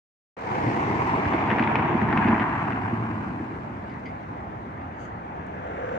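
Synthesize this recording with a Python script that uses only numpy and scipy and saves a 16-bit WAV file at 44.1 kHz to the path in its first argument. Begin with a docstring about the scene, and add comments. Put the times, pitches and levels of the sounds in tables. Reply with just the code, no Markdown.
"""Cars on a level crossing

Heard from the kerb, an SUV and then a saloon roll by with a rumble, a tyre roar and a hiss. Their
wheels clack on the rails, the air in the tyres thumps, and the saloon's exhaust hums. A third car nears.
Town traffic murmurs, loose metal clinks, sharp ticks sound close by, and a finger brushes the camera."""
import sys
import numpy as np
from scipy import signal
from scipy.fft import rfft, irfft
from scipy.io import wavfile
from scipy.ndimage import uniform_filter1d

SR = 44100
rng = np.random.default_rng(int(sys.argv[2]) if len(sys.argv) > 2 else 0)


def int16_out(signal):
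    """Quantize to a 16-bit WAV file."""
    q = np.round(np.clip(np.atleast_2d(signal).T, -1, 1) * 32767)
    wavfile.write(sys.argv[1], SR, q.astype(np.int16))


N = 263718
TIME = np.arange(N) / SR

# where each car is: t/s, direction (sine of the angle: -1 is left, +1 is right)
SALOON_PATH = [(1.7, -0.51), (2.3, -0.066), (2.801, -0.39), (3.399, -0.39), (4.3, -0.38)]
THIRD_PATH = [(5, -0.91), (6, -0.98)]
# the saloon's tone colour, one list each for rumble, roar and hiss: f/Hz, level/dB
SALOON_COLOURS = [
    [(35, -43), (62, -29), (100, 4), (165, -3.5), (226, 3.5), (320, -1), (470, -16.5), (900, -68)],
    [(450, -29), (660, -2), (1000, 4), (1300, -5), (1600, -3.5), (2300, -12), (2900, -19.5), (3500, -34.5),
     (5500, -65)],
    [(2000, -39), (3400, 1.5), (4100, 4), (5800, -4), (7000, -6.5), (8800, -10), (10700, -23), (15500, -31)],
]
# an axle meets a rail: t/s, clack level/dB, thump level/dB, thump f/Hz, head start of one wheel/s
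AXLE_HITS = [(1.2545, -17, -20, 92, 0), (1.336, -14, -18, 328, .0115), (1.514, -9.5, -17, 208, .012),
             (1.595, -10, -14.5, 229, .0115), (1.638, -13, -23.5, 216, 0.013),
             (1.6749, -14.5, -19.5, 217, 0), (1.756, -9, -33, 218, 0.0012), (1.794, -16.5, -35, 222, .007),
             (1.941, -25, -13.5, 221, 0), (2.0163, -15.5, -15.5, 212, 0),
             (2.1274, -13, -16.5, 243, 0.00061), (2.175, -11.5, -13.5, 188, 0),
             (2.2443, -21.5, -13.5, 220, 0), (2.2845, -13.5, -12, 221, .008),
             (2.32, -28, -16.5, 229, 0.0087), (2.4, -15, -19, 239, 0.0035), (2.722, -23, -26, 238, .009),
             (2.92, -33.5, -18.5, 233, 0.0065), (3.3931, -35, -24.5, 315, 0)]


def gain_of(db):
    """Turns decibels into a number to multiply a sound by."""
    return 10 ** (np.asarray(db) / 20)


def evened(x):
    """Scales a signal to an average strength (rms) of 1."""
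    return x / np.sqrt(np.mean(x ** 2) + 1e-20)


def at_pitch(table, hz):
    """Looks up a table by frequency, giving each octave equal room."""
    f, value = np.transpose(table)
    return np.interp(np.log(hz + 1), np.log(f + 1), value)


def at_time(table, t):
    """Looks up a table by time, drawing straight lines between its rows."""
    return np.interp(t, *np.transpose(table))


def add(mix, start_s, sound):
    """Adds a sound to both channels of the mix."""
    part = mix[:, round(start_s * SR):][:, :sound.shape[-1]]
    part += sound[..., :part.shape[1]]


def coloured(x, colour):
    """Turns each frequency up or down by a table of f/Hz, level/dB."""
    size = x.shape[-1]
    return irfft(rfft(x) * gain_of(at_pitch(colour, np.fft.rfftfreq(size, 1 / SR))), size)


def wobble(top_hz, order):
    """A random wavering, mostly slower than top_hz."""
    return evened(signal.sosfilt(signal.butter(order, top_hz, fs=SR, output="sos"), rng.normal(size=N)))


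def swell(from_s, until_s, level_db, rise_db_per_s, fade_db_per_s):
    """A volume curve that rises, holds between the two times, then fades."""
    early, late = np.maximum(from_s - TIME, 0), np.maximum(TIME - until_s, 0)
    return gain_of(level_db - rise_db_per_s * early - fade_db_per_s * late)


def road_noise(colour, path, directness, flicker_db, mic_gap_s=0.00053):
    """Flickering noise at two microphones: part comes straight from the source, part from all round."""
    # how much sound comes straight, before directness scales it: f/Hz, weight
    straight_weights = [(100, 0.42), (500, 0.66), (1000, 0.71), (2000, 0.33), (3000, 0.13), (6000, 0.2),
                        (12000, 0.3)]
    t, hz = np.arange(N // 256 + 5) * 256 / SR, np.fft.rfftfreq(1024, 1 / SR)
    shape = (3, len(t), len(hz))
    direct, common, apart = rng.standard_normal(shape) + 1j * rng.standard_normal(shape)
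    # straight sound reaches the nearer microphone first
    shift = np.exp(1j * np.pi * hz * mic_gap_s * at_time(path, t)[:, None])
    straight = np.array([direct / shift, direct * shift])
    # scattered sound is alike on both sides only in the bass
    alike = .98 * np.sinc(2 * hz * mic_gap_s)
    common, apart = common * np.sqrt((1 + alike) / 2), apart * np.sqrt((1 - alike) / 2)
    scattered = np.array([common + apart, common - apart])
    share = np.clip(directness * at_pitch(straight_weights, hz), 0, 1)
    spectrum = np.sqrt(share) * straight + np.sqrt(1 - share) * scattered
    flicker = uniform_filter1d(rng.standard_normal(shift.shape), size=10, axis=0)  # smooth in time
    flicker = evened(uniform_filter1d(flicker, size=9, axis=1))  # and in pitch
    rolloff_db = -60 * np.log2(np.maximum(hz / colour[-1][0], 1))  # above the table's last row
    spectrum *= gain_of(at_pitch(colour, hz) + rolloff_db + flicker_db * flicker)
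    noise = signal.istft(spectrum.transpose(0, 2, 1), nperseg=1024, noverlap=768)[1][:, :N]
    return noise / noise.mean(0).std()


def bursts(hits, colour, t60_s, spread, snap=5):
    """Sharp bursts (t/s, level/dB) whose noise falls 60 dB in t60_s; spread sets the stereo width."""
    out, t = np.zeros((2, N)), np.arange(-256, 7936) / SR
    for start_s, db in hits:
        burst = rng.standard_normal((2, len(t))) * (t >= 0) * gain_of(-60 * abs(t) / t60_s)
        burst[0, np.searchsorted(t, .001)] += snap  # a click just after the start
        mid, side = coloured(burst, colour)
        stereo = np.array([mid + spread * side, mid - spread * side])
        add(out, start_s + t[0], gain_of(db) * stereo / abs(mid).max())
    return out


def microphone_hiss(level_db=-84):
    """The faint, even hiss that microphones make by themselves."""
    return gain_of(level_db) * rng.standard_normal((2, N))


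def town(engines_db=-39, wash_db=-43.5):
    """Far traffic: a steady low murmur of engines and a soft wash of noise."""
    # tone colour, one list for the engines and one for the wash: f/Hz, level/dB
    colours = [
        [(30, -29.5), (55, -21.5), (85, 0.5), (175, -2.5), (250, -2.5), (330, -5.5), (550, -14.5), (900, -66.5)],
        [(400, -11), (620, -0.5), (850, 4), (1200, -3), (2150, -12), (3250, -29.5), (4800, -43), (6300, -43),
         (8500, -58), (15500, -65.5)],
    ]
    engines = road_noise(colours[0], THIRD_PATH, directness=0.34, flicker_db=1.0)
    wash = road_noise(colours[1], THIRD_PATH, directness=0.89, flicker_db=1.75)
    return engines * gain_of(engines_db) + wash * gain_of(wash_db)


def street_echoes(sound, level_db=-10):
    """Walls and posts throw back scattered echoes; the treble dies first."""
    # how long echoes last: f/Hz, time to fall by 60 decibels/s
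    decay_times = [(100, 0.17), (1000, 0.14), (4000, 0.16), (12000, 0.077)]
    echoes = rng.standard_normal((2, SR // 2)) * (rng.random((2, SR // 2)) < .05)
    echoes[:, :200] = 0  # the gap before the first echo
    hz, t, spectrum = signal.stft(echoes, SR, nperseg=256)
    decay = gain_of(-60 * t / at_pitch(decay_times, hz)[:, None])
    tail = signal.istft(spectrum * decay, SR, nperseg=256)[1]
    return gain_of(level_db) * signal.fftconvolve(sound, tail / np.linalg.norm(tail[0]), axes=1)[:, :N]


def finger_brush(right_db=-13):
    """Skin slides over the camera beside the left microphone."""
    # tone colour of sliding skin: f/Hz, level/dB
    colour = [(1500, -20), (3000, 11), (3800, -14), (4600, 1), (5400, -17), (6300, 4), (7000, 1),
              (8200, -12), (10500, -23), (15000, -27)]
    brush = evened(coloured(rng.standard_normal((2, N)), colour))
    brush *= swell(5.005, 5.052, level_db=-55.5, rise_db_per_s=410, fade_db_per_s=330)
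    return brush * gain_of([[0], [right_db]])


def ticks():
    """Sharp, high ticks close by, two of them as the wheels clack on the rails."""
    # a tick's tone colour: f/Hz, level/dB
    colour = [(1000, -20.5), (3000, -10.5), (6500, 5), (9000, -3), (11000, -16), (15000, -17)]
    # each tick: t/s, level/dB
    moments = [(2.023, -46), (2.1744, -51), (5.4655, -53)]
    return bursts(moments, colour, t60_s=.018, spread=.3)


def rattles():
    """Loose metal clinks down the road, ringing in a few broad bands of pitch."""
    # where the metal rings: f/Hz, width/Hz, level/dB
    bands = [(2110, 200, 29.5), (3140, 760, 3), (4730, 480, 3), (6400, 740, -13)]
    # each clink: t/s, level/dB
    clinks = [(3.8955, -42), (4.0557, -35.5), (4.0774, -47), (4.8135, -53)]
    hz = np.geomspace(500, 15000, 120)
    ringing = sum(gain_of(db) / (1 + (2 * (hz - f) / width) ** 2) for f, width, db in bands)
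    colour = np.column_stack([hz, 20 * np.log10(ringing)])
    return bursts(clinks, colour, t60_s=.15, spread=0.33)


def tyre_drone():
    """Tyres still far up the road throw a hollow note ahead of them."""
    # the note's tone colour: f/Hz, level/dB
    colour = [(280, -24.5), (400, -4), (510, 7.5), (620, -11.5), (850, -28.5)]
    # each drone: full from t/s, until t/s, level/dB, rise/(dB/s), fade/(dB/s)
    swells = [(0.414, 0.517, -37, 20, 25.5), (5.883, 5.98, -36, 44, 28)]
    volume = sum(swell(*row) for row in swells)
    return road_noise(colour, THIRD_PATH, directness=1.33, flicker_db=0.8) * volume


def rolling_car(swells, path, colours, directness, grit_db):
    """Body rumble, tyre roar and tread hiss grow as a car nears and fade as it leaves."""
    rumble, roar, hiss = (road_noise(colour, path, directness, flicker_db=1.4) * swell(*row)
                          for row, colour in zip(swells, colours))
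    grit = gain_of(grit_db * wobble(top_hz=110, order=3))  # coarse asphalt shakes the tread
    return rumble + (roar + hiss) * grit


def third_car():
    """A quieter car rolls closer on the left at the end."""
    # rumble, roar and hiss: full from t/s, until t/s, level/dB, rise/(dB/s), fade/(dB/s)
    swells = [(5.6, 5.7, -50, 33, 35), (5.78, 5.98, -40.5, 28, 15), (5.9, 5.98, -69.5, 30, 10)]
    # their tone colours: f/Hz, level/dB
    colours = [
        [(30, -38), (80, -2), (170, -7), (450, 13), (900, -53)],
        [(450, -13), (700, 3), (1100, -16), (1350, -7), (1750, -7.5), (2300, -19.5), (3500, -32.5), (5500, -78)],
        [(2000, -28), (3500, 6), (5200, -1), (6200, 3), (7700, -3), (9500, -32), (15500, -52)],
    ]
    return rolling_car(swells, THIRD_PATH, colours, directness=1.43, grit_db=-1.5)


def suv():
    """The first car rolls by from left to right."""
    # rumble, roar and hiss: full from t/s, until t/s, level/dB, rise/(dB/s), fade/(dB/s)
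    swells = [(.58, 1.93, -28.5, 50, 33), (1.36, 1.87, -28.5, 3.5, 33.5), (0.38, 1.05, -58, 8, 10.5)]
    # their tone colours: f/Hz, level/dB
    colours = [
        [(30, -41.5), (75, -14.5), (135, 2), (175, -7.5), (225, -2), (340, -2.5), (470, -8), (570, -24.5),
         (900, -75)],
        [(450, -23), (650, 4), (950, 8), (1400, -4), (2150, -3.5), (2700, -13), (3400, -23.5), (5500, -59)],
        [(2000, -32.5), (3400, 0.5), (4100, 3), (6300, -3), (9000, -15.5), (10700, -24), (13200, -22),
         (15500, -23)],
    ]
    # where the car is: t/s, direction (-1 is left, +1 is right)
    path = [(.4, -0.94), (.9, -0.55), (1.4, -0.41), (1.55, 0.17), (2.6, 0.067), (3.6, 0.34)]
    return rolling_car(swells, path, colours, directness=0.85, grit_db=1.24)


def saloon():
    """The second car rolls by just after the first."""
    # rumble, roar and hiss: full from t/s, until t/s, level/dB, rise/(dB/s), fade/(dB/s)
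    swells = [(2.22, 2.357, -24, 20.5, 87), (2.254, 2.357, -27.5, 22.4, 15.3), (2.2, 2.46, -66, 39, 6.1)]
    return rolling_car(swells, SALOON_PATH, SALOON_COLOURS, directness=0.92, grit_db=1.9)


def exhaust(waver=0.0363, rough_db=3, overtone_db=-7):
    """The saloon turns its tail to the kerb: uneven engine pulses hum over a boom of gas."""
    # how often the engine fires, slowing as the driver eases off: t/s, f/Hz
    firing = [(2.2, 117.1), (2.7, 109.9), (4.4, 109.7)]
    firing_hz = at_time(firing, TIME) * (1 + waver * wobble(top_hz=18, order=2))
    cycles = np.cumsum(firing_hz) / SR
    hum = evened(sum(gain_of(overtone_db * k) * np.sin(2 * np.pi * (k + 1) * cycles) for k in range(3)))
    hum *= gain_of(rough_db * wobble(top_hz=18, order=2))
    hum *= swell(3, 3, level_db=-34, rise_db_per_s=11, fade_db_per_s=29)
    boom = road_noise(SALOON_COLOURS[0], SALOON_PATH, directness=0.88, flicker_db=0.6)
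    boom *= swell(2.5, 3, level_db=-31.5, rise_db_per_s=45, fade_db_per_s=13)
    return hum + boom


def tyre_thumps(t60_s=0.082, rise_s=0.0031, lag_s=.006, panel_hz=315, panel_db=-8):
    """Hitting a rail briefly rings the air inside the tyre and the crossing panel under it."""
    out, t = np.zeros((2, N)), np.arange(SR // 4) / SR
    volume = (1 - np.exp(-t / rise_s)) * gain_of(-60 * t / t60_s)
    for hit_s, _, db, tyre_hz, _ in AXLE_HITS:
        tyre, panel = np.sin(2 * np.pi * (np.outer([tyre_hz, panel_hz], t) + rng.random((2, 1))))
        ring = (tyre + gain_of(panel_db) * panel) * volume
        add(out, hit_s + lag_s, gain_of(db) * ring / abs(ring).max())
    return out


def wheel_clacks(early_wheel_db=-4, joint_count=10):
    """Wheels strike the rails, and joints between the crossing panels add light knocks at random."""
    # a clack's tone colour: f/Hz, level/dB
    colour = [(60, -46), (200, 4.5), (550, -1.5), (900, 5), (1300, 2.5), (1900, 7), (2700, -2), (3300, -14),
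              (4500, -28), (7000, -46.5), (11000, -59.5)]
    main = [(hit_s, db) for hit_s, db, *_ in AXLE_HITS]
    # an axle that crosses at a slant lands one wheel early, and more lightly
    early = [(hit_s - lead_s, db + early_wheel_db) for hit_s, db, _, _, lead_s in AXLE_HITS if lead_s > 0]
    joint_s = rng.uniform(1.2, 2.8, joint_count)
    joint_db = rng.normal(-29.5, 2.2, joint_count)
    return bursts([*main, *early, *zip(joint_s, joint_db)], colour, t60_s=0.031, spread=.25, snap=8.5)


def scene():
    """Three cars, their blows on the rails and the town behind; only clacks and rattles echo."""
    cars = suv() + saloon() + third_car()
    knocks = wheel_clacks() + rattles()
    street = cars + exhaust() + tyre_drone() + town() + knocks + street_echoes(knocks) + tyre_thumps()
    return street + finger_brush() + ticks() + microphone_hiss()


def record(dry, start_s=.366, fade_in_s=0.22, opening_db=-9, bass_cut_hz=54, treble_cut_hz=15730):
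    """After a silence the sound fades in; each microphone colours it and loses deep bass and top treble."""
    # how the two microphone openings differ: f/Hz, left minus right level/dB
    mic_balance = [(100, 0.1), (700, -0.65), (1400, 0.8), (2400, 3.5), (2900, 2), (3400, -5), (4300, 1.5),
                   (6200, 2), (7400, -7), (9500, -1.5), (13000, -2.5)]
    fade_in = np.interp(TIME - start_s, [0, .004, fade_in_s], [0, gain_of(opening_db), 1])
    left, right = np.pad(dry * fade_in, ((0, 0), (0, SR // 10)), "reflect", reflect_type="odd")
    left = coloured(left, [(hz, db / 2) for hz, db in mic_balance])
    right = coloured(right, [(hz, -db / 2) for hz, db in mic_balance])
    bass_cut = signal.butter(3, bass_cut_hz, "highpass", fs=SR, output="sos")
    treble_cut = signal.firwin(701, treble_cut_hz, window=("kaiser", 9), fs=SR)
    stereo = signal.sosfilt(bass_cut, [left, right])
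    stereo = signal.oaconvolve(stereo, treble_cut[None], "same")[:, :N]
    fade_out = np.minimum((TIME[-1] - TIME) / .002, 1)
    return stereo * (TIME > start_s) * fade_out


dry = scene()
out = record(dry)
int16_out(out)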